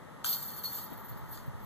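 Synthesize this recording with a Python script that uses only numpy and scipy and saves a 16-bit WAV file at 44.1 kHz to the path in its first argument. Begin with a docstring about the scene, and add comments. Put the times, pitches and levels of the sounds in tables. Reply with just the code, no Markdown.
"""Disc into a chain basket

An open park, with the basket in front of a stereo microphone. A putted plastic disc hits the hanging
chains and drops into the tray. The steel links clash and ring very high, in surges that die away as
the chains swing out; the basket's wires sing one clear note. Far traffic, low wind, a few dull thumps
and one footfall on the grass lie underneath."""
import sys
import numpy as np
from scipy import signal
from scipy.fft import rfft, irfft
from scipy.io import wavfile

SR = 44100
rng = np.random.default_rng(int(sys.argv[2]) if len(sys.argv) > 2 else 0)


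def unload_audio(sound):
    """Save the sound as a 16-bit wav file, at the path given as the first command line argument."""
    columns = np.transpose(np.atleast_2d(sound))
    # keep every value between -1 and 1, then stretch to whole-number steps
    steps = np.round(np.clip(columns, -1, 1) * 32767)
    wavfile.write(sys.argv[1], SR, steps.astype(np.int16))


N = 72765
TIME = np.arange(N) / SR

# far traffic: frequency_hz, density_db_per_hz
TRAFFIC_SPECTRUM = [(200, -95), (480, -86.5), (720, -86), (900, -76), (1060, -83), (1250, -78.5),
                    (1550, -88.5), (1900, -85.5), (2300, -105), (3400, -100), (5200, -110), (14000, -111)]
# its slow swell: time_s, gain_db
TRAFFIC_SWELL = [(0, -3.5), (0.5, -1), (0.9, -0.2), (1.2, 0), (1.4, -0.6), (1.65, -2.7)]
# wind rumble: frequency_hz, density_db_per_hz
RUMBLE_SPECTRUM = [(20, -65), (42, -63), (70, -67), (120, -54), (170, -74.5), (260, -94), (500, -105)]
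# gusts in the rumble: time_s, gain_db
GUSTS = [(0, -19), (0.3, -16.5), (0.7, -17.5), (0.93, -16.5), (1.08, -9), (1.2, -5.5), (1.36, -11),
         (1.5, -9), (1.65, -5.5)]
# breeze on either side of the microphone: frequency_hz, left_db_per_hz, right_db_per_hz
BREEZE_SPECTRUM = [(31.2, -106, -123), (73, -91.5, -80), (144, -74.5, -79.5), (208.5, -73.5, -79.5),
                   (317, -81, -86), (660, -81, -89.5), (900, -93, -118), (1250, -100.5, -100),
                   (1998, -88.5, -93.5), (2500, -105, -105), (3380, -102, -102), (4440, -110, -110),
                   (14000, -110, -110)]
# a soft footfall on grass: frequency_hz, density_db_per_hz
FOOTFALL_SPECTRUM = [(90, -84), (230, -67), (400, -75), (800, -80), (1500, -100), (3300, -95), (6000, -108),
                     (14000, -118)]
# soft low thumps: start_s, level_db, pitch_hz
THUMPS = [(0.796, -42, 110), (0.921, -42, 235), (1.158, -39, 174), (1.228, -39.5, 124), (1.478, -30, 135),
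          (1.548, -33, 96)]
# modes of the basket's wires: pitch_hz, gain_db, t60_s
BASKET_MODES = [(4360, 0, .165), (4315, -17, .07), (4440, -15, .07), (4530, -19, .05)]
# chains and disc rub the wires: start_s, level_db, length_s
BASKET_RUBS = [(0.262, -46, .012), (0.281, -45, .012), (0.319, -38, .011), (0.37, -54, .02),
               (0.43, -54, .02), (0.475, -55, .02), (0.52, -56, .02), (0.585, -55, .012),
               (0.639, -36, .019), (0.73, -56, .02), (0.785, -56, .02), (1.108, -65, .018),
               (1.318, -66, .02)]
# steady jingle of the swinging chains: time_s, ring_db, clash_db
CHAIN_SWING = [(0.236, -99, -98), (0.25, -35.5, -41), (0.335, -30.5, -46.5), (0.395, -48, -53),
               (0.47, -40.5, -56), (0.54, -45, -59), (0.63, -50.5, -64), (0.68, -42.5, -53.5),
               (0.785, -41, -52.5), (0.88, -60, -63.5), (1.11, -68, -78), (1.24, -64.5, -76.5),
               (1.38, -56.5, -60.5), (1.52, -78, -88), (1.65, -59, -88)]
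# strands swing into each other: start_s, ring_db, clash_db, hold_s, t60_s
CHAIN_SURGES = [(0.243, -31, -41, 0.0026, 0.014), (0.261, -37, -49, 0.014, 0.12),
                (0.292, -29, -61, 0.0033, 0.061), (0.324, -45, -69, .010, .09),
                (0.42, -39, -52, 0.0079, 0.038), (0.562, -44, -56.5, 0.021, 0.24),
                (0.634, -36.5, -51, 0.023, 0.08), (0.721, -42, -66, 0.02, 0.15),
                (0.816, -46, -77, 0.037, 0.15), (0.9, -49, -69, 0.0058, 0.079),
                (0.925, -48, -88, 0.01, 0.043), (0.97, -48, -75, 0.0058, 0.052),
                (0.996, -52.5, -76, 0.004, 0.18), (1.042, -49, -86, 0.012, 0.11),
                (1.082, -49, -64.5, 0.012, 0.18), (1.169, -51.5, -66, 0.0074, 0.081),
                (1.286, -54, -87, 0.026, .10), (1.309, -46.5, -77, 0.024, 0.13),
                (1.326, -82, -60, 0.03, 0.12), (1.46, -56, -79, .006, 0.06), (1.61, -61.5, -88, .015, .15)]
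# colour of steel touching steel: frequency_hz, gain_db
CLASH_SPECTRUM = [(500, 0), (1300, 10.5), (2000, -2.5), (3400, -0.5), (4000, -2), (4500, 1), (5100, -2),
                  (6400, -4.5), (7500, 2.5), (8600, -2.5), (9700, -12), (10550, 5.5), (11300, -16),
                  (14000, -42)]
# band in which the many links ring: frequency_hz, gain_db
LINK_BAND = [(11800, -18), (12100, -3.5), (12400, -1.5), (12600, -1.5), (12800, -1), (13050, -1),
             (13280, -7), (13500, -5), (13750, -2), (13930, -2)]
# links that hang free and ring longer: pitch_hz, gain_db, t60_s
FREE_LINK_MODES = [(12134, 0, .35), (12225, -7, .25), (13154, -2, .25), (13620, -3, .15), (13790, 2, .18),
                   (13910, 4, .18)]
# single links ring out: start_s, level_db, pitch_hz, t60_s
CLINKS = [(0.304, -28, 12134, .06), (0.325, -29, 13790, .035), (0.425, -40, 13760, .07),
          (0.462, -40, 12900, .07), (0.637, -38, 12134, .08), (0.726, -39, 13900, .06),
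          (0.75, -43, 12134, .12), (0.84, -44, 13620, .07), (0.93, -48, 13900, .09),
          (0.975, -48, 13200, .06), (1.052, -47, 13910, .07), (1.092, -46, 13830, .08),
          (1.325, -44, 13910, .09)]
# strands slap the steel: start_s, level_db
SLAPS = [(0.2415, -41), (0.2455, -34), (0.2505, -35), (0.260, -35), (0.2935, -40), (0.3255, -39),
         (0.329, -38), (0.334, -35), (0.3485, -40), (0.4404, -44), (0.5027, -47), (0.637, -45),
         (1.374, -47)]
# colour of a slap: frequency_hz, gain_db
SLAP_SPECTRUM = [(2000, -25), (3300, -4), (4400, 1), (5200, -7), (6500, -2), (9000, -5), (14000, -20)]
# modes of the plastic disc: pitch_hz, gain_db, t60_s
DISC_MODES = [(1274, -12, .022), (1423, -11, .028), (1548, -17, .07), (3210, -7, .013), (3600, -9, .0044)]
# the disc lands on chains and basket: start_s, knock_db, crack_db
DISC_BLOWS = [(0.2452, -21.5, -14), (0.2512, -38, -20), (0.2625, -30, -34), (0.3475, -39, -48),
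              (0.3685, -36, -50), (0.6365, -50, -40)]


def from_db(db):
    """Decibels to gain."""
    return 10 ** (np.asarray(db) / 20)


def decay(age, t60):
    """Full level until age 0, then a fall of 60 dB every t60 seconds."""
    return from_db(-60 * np.maximum(age, 0) / t60)


def gain_curves(rows):
    """A gain for every sample, from each dB column of a timed table."""
    times, *columns = np.transpose(rows)
    return from_db([np.interp(TIME, times, column) for column in columns])


def db_at(spectrum, hz, column=1):
    """A spectrum read on a log-frequency axis."""
    points = np.array(spectrum)
    return np.interp(np.log(hz + 1), np.log(points[:, 0]), points[:, column])


def bins():
    """Frequencies of the padded spectrum."""
    return np.arange(N + 1) * SR / (2 * N)


def filtered(x, gain):
    """Filter by a gain for every frequency."""
    return irfft(rfft(x, 2 * N) * gain)[..., :N]


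def noise(spectrum, column=1):
    """Noise with a spectrum in dB per Hz."""
    white = rng.standard_normal(N) * np.sqrt(SR / 2)
    return filtered(white, from_db(db_at(spectrum, bins(), column)))


def ring(drive, hz, t60):
    """One mode; a unit click leaves a dying sine of height 1."""
    radius, angle = from_db(-60 / (t60 * SR)), 2 * np.pi * hz / SR
    return signal.lfilter([0, np.sin(angle)], [1, -2 * radius * np.cos(angle), radius ** 2], drive + 1e-18)


def contacts(per_s, spread_db=2.5):
    """Steel touches steel in random clicks of uneven size; rms 1."""
    sizes = from_db(spread_db * np.minimum(rng.exponential(1, N), 4)) * rng.choice([-1, 1], N)
    clicks = sizes * (rng.random(N) < per_s / SR)
    return clicks / (clicks.std() + 1e-9)


def jostle(depth_db=4, per_s=35):
    """A link is jostled now more, now less: a wandering gain of rms 1."""
    knots = np.minimum(rng.standard_normal(int(N / SR * per_s) + 2), 1.5)
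    gain = from_db(depth_db * np.interp(TIME * per_s, np.arange(len(knots)), knots))
    return gain / np.sqrt(np.mean(gain ** 2))


def jingle(modes, effort, per_s):
    """Every mode is struck by its own contacts; the rms follows the effort."""
    out, power = 0, 0
    for hz, db, t60 in modes:
        unit_gain = np.sqrt(4 * np.log(1000) / (t60 * SR))
        drive = effort * jostle() * contacts(per_s)
        out += from_db(db) * unit_gain * ring(drive, hz, t60)
        power += from_db(db) ** 2
    return out / np.sqrt(power)


def outdoors(x, scatter_db, t60=.026):
    """Direct sound reaches the microphone with a short scatter of echoes, different on each side."""
    tail = rng.standard_normal((2, N // 8)) * decay(TIME[:N // 8], t60)
    tail /= np.sqrt(np.sum(tail ** 2, axis=1, keepdims=True))
    echoes = signal.fftconvolve(x[None], tail)[:, :N]
    wet = from_db(scatter_db)
    return (x + wet * echoes) / np.sqrt(1 + wet ** 2)


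def traffic():
    """Far traffic swells and eases."""
    return gain_curves(TRAFFIC_SWELL) * noise(TRAFFIC_SPECTRUM)


def wind():
    """A gusting rumble, with a separate light breeze on each side of the microphone."""
    rumble = gain_curves(GUSTS) * noise(RUMBLE_SPECTRUM)
    breeze = np.array([noise(BREEZE_SPECTRUM, column) for column in (1, 2)])
    return rumble + breeze


def footfall(peak_s=.926, width_s=.014):
    """One soft step scuffs the grass, off to the left."""
    swell = np.exp(-.5 * ((TIME - peak_s) / width_s) ** 2)
    return swell * noise(FOOTFALL_SPECTRUM) * from_db([[3], [-5]])


def thumps(rise_s=.0045):
    """Dull bumps of a few cycles each."""
    out = np.zeros(N)
    for start, db, hz in THUMPS:
        age = np.maximum(TIME - start, 0)
        envelope = age / rise_s * np.exp(1 - age / rise_s)
        out += from_db(db) * envelope * np.sin(2 * np.pi * hz * age)
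    return out


def basket(effort, sympathy_db=-9, pan_db=3.5):
    """Just left of centre, rubbed wires swell and ring out; the clatter keeps them faintly alive."""
    wires = from_db(sympathy_db) * jingle(BASKET_MODES, effort, per_s=210)
    for start, db, length in BASKET_RUBS:
        age = TIME - start
        for hz, mode_db, t60 in BASKET_MODES:
            envelope = from_db(db + mode_db) * np.clip(age / length, 0, 1) * decay(age - length, t60)
            wires += np.sqrt(2) * envelope * np.sin(2 * np.pi * (hz * age + rng.random()))
    return outdoors(wires, scatter_db=-15) * from_db([[pan_db / 2], [-pan_db / 2]])


def chain_motion(rise_s=.004):
    """Strength of ringing and of clashing: the swing plus surges that rise, hold and die."""
    power = gain_curves(CHAIN_SWING) ** 2
    for start, ring_db, clash_db, hold, t60 in CHAIN_SURGES:
        age = TIME - start
        envelope = np.clip(age / rise_s + .5, 0, 1) * decay(age - hold, t60)
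        power += (from_db([[ring_db], [clash_db]]) * envelope) ** 2
    return np.sqrt(power)


def clashes(effort, count=64, band_hz=(3044, 11754), t60=.05, diffuse_db=-5, tick_db=-1.5, overtone_db=2):
    """Link ticks against link, partly from all around, and wakes the steel's short lower overtones."""
    colour = from_db(db_at(CLASH_SPECTRUM, bins()))
    direct, left, right = (filtered(effort * contacts(per_s=1100), colour) for _ in range(3))
    ticks = direct + from_db(diffuse_db) * np.array([left, right])
    pitches = np.linspace(*band_hz, count) + rng.normal(0, 77.5, count)
    modes = [(hz, db_at(CLASH_SPECTRUM, hz), t60) for hz in pitches]
    overtones = outdoors(jingle(modes, effort, per_s=190), scatter_db=-10.5)
    return from_db(tick_db) * ticks + from_db(overtone_db) * overtones


def links(effort, count=44, t60=.04, diffuse_db=-8, damped_db=-1, free_db=-8):
    """Many slightly unlike links ring briefly, partly from all around; a few hang free and ring on."""
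    pitches = np.linspace(LINK_BAND[0][0], LINK_BAND[-1][0], count) + rng.normal(0, 7.1, count)
    modes = [(hz, db_at(LINK_BAND, hz), t60) for hz in pitches]
    direct, left, right = (jingle(modes, effort, per_s=140) for _ in range(3))
    damped = direct + from_db(diffuse_db) * np.array([left, right])
    free = jingle(FREE_LINK_MODES, effort, per_s=80)
    return from_db(damped_db) * damped + from_db(free_db) * free


def clinks(rise_s=.003, twin_db=-7, beat_range_hz=(66, 154)):
    """One link rings out above the rest, with two close modes that beat."""
    out = np.zeros(N)
    for start, db, hz, t60 in CLINKS:
        age = np.maximum(TIME - start, 0)
        envelope = from_db(db) * np.minimum(age / rise_s, 1) * decay(age - rise_s, t60)
        twin_hz = hz - rng.uniform(*beat_range_hz)
        twin = from_db(twin_db) * np.sin(2 * np.pi * (twin_hz * age + rng.random()))
        out += envelope * (np.sin(2 * np.pi * hz * age) + twin)
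    return out


def slaps(t60=.018):
    """A taut strand slaps the steel: a hard tick that is gone at once."""
    envelope = sum((TIME >= start) * from_db(db) * decay(TIME - start, t60) for start, db in SLAPS)
    grit = noise(SLAP_SPECTRUM)
    return envelope * grit / grit.std()


def disc(low_cut_hz=1000):
    """The light plastic disc cracks against the steel and knocks dryly, with little bass."""
    knocks, cracks = np.zeros((2, N))
    for start, knock_db, crack_db in DISC_BLOWS:
        at = int(start * SR)
        knocks[at], cracks[at] = from_db([knock_db, crack_db])
    body = sum(from_db(db) * ring(knocks, hz, t60) for hz, db, t60 in DISC_MODES)
    low_cut = signal.butter(4, low_cut_hz, "high", fs=SR, output="sos")
    return signal.sosfilt(low_cut, cracks + body)


def scene():
    """Disc, chains and basket in the foreground, the open park behind."""
    ringing, clashing = chain_motion()
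    putt = disc() + slaps() + clinks() + links(ringing) + clashes(clashing) + basket(clashing)
    return putt + traffic() + wind() + footfall() + thumps()


def record(dry):
    """The microphone's right channel is inverted and slightly late; both sides lose the top steeply."""
    right_lag_s, cutoff_hz = .000385, 13970
    hz = bins()
    right = -filtered(dry[1], np.exp(-2j * np.pi * hz * right_lag_s))
    high_cut = 1 / np.sqrt(1 + (hz / cutoff_hz) ** 600)
    return filtered(np.array([dry[0], right]), high_cut)


dry = scene()
out = record(dry)
unload_audio(out)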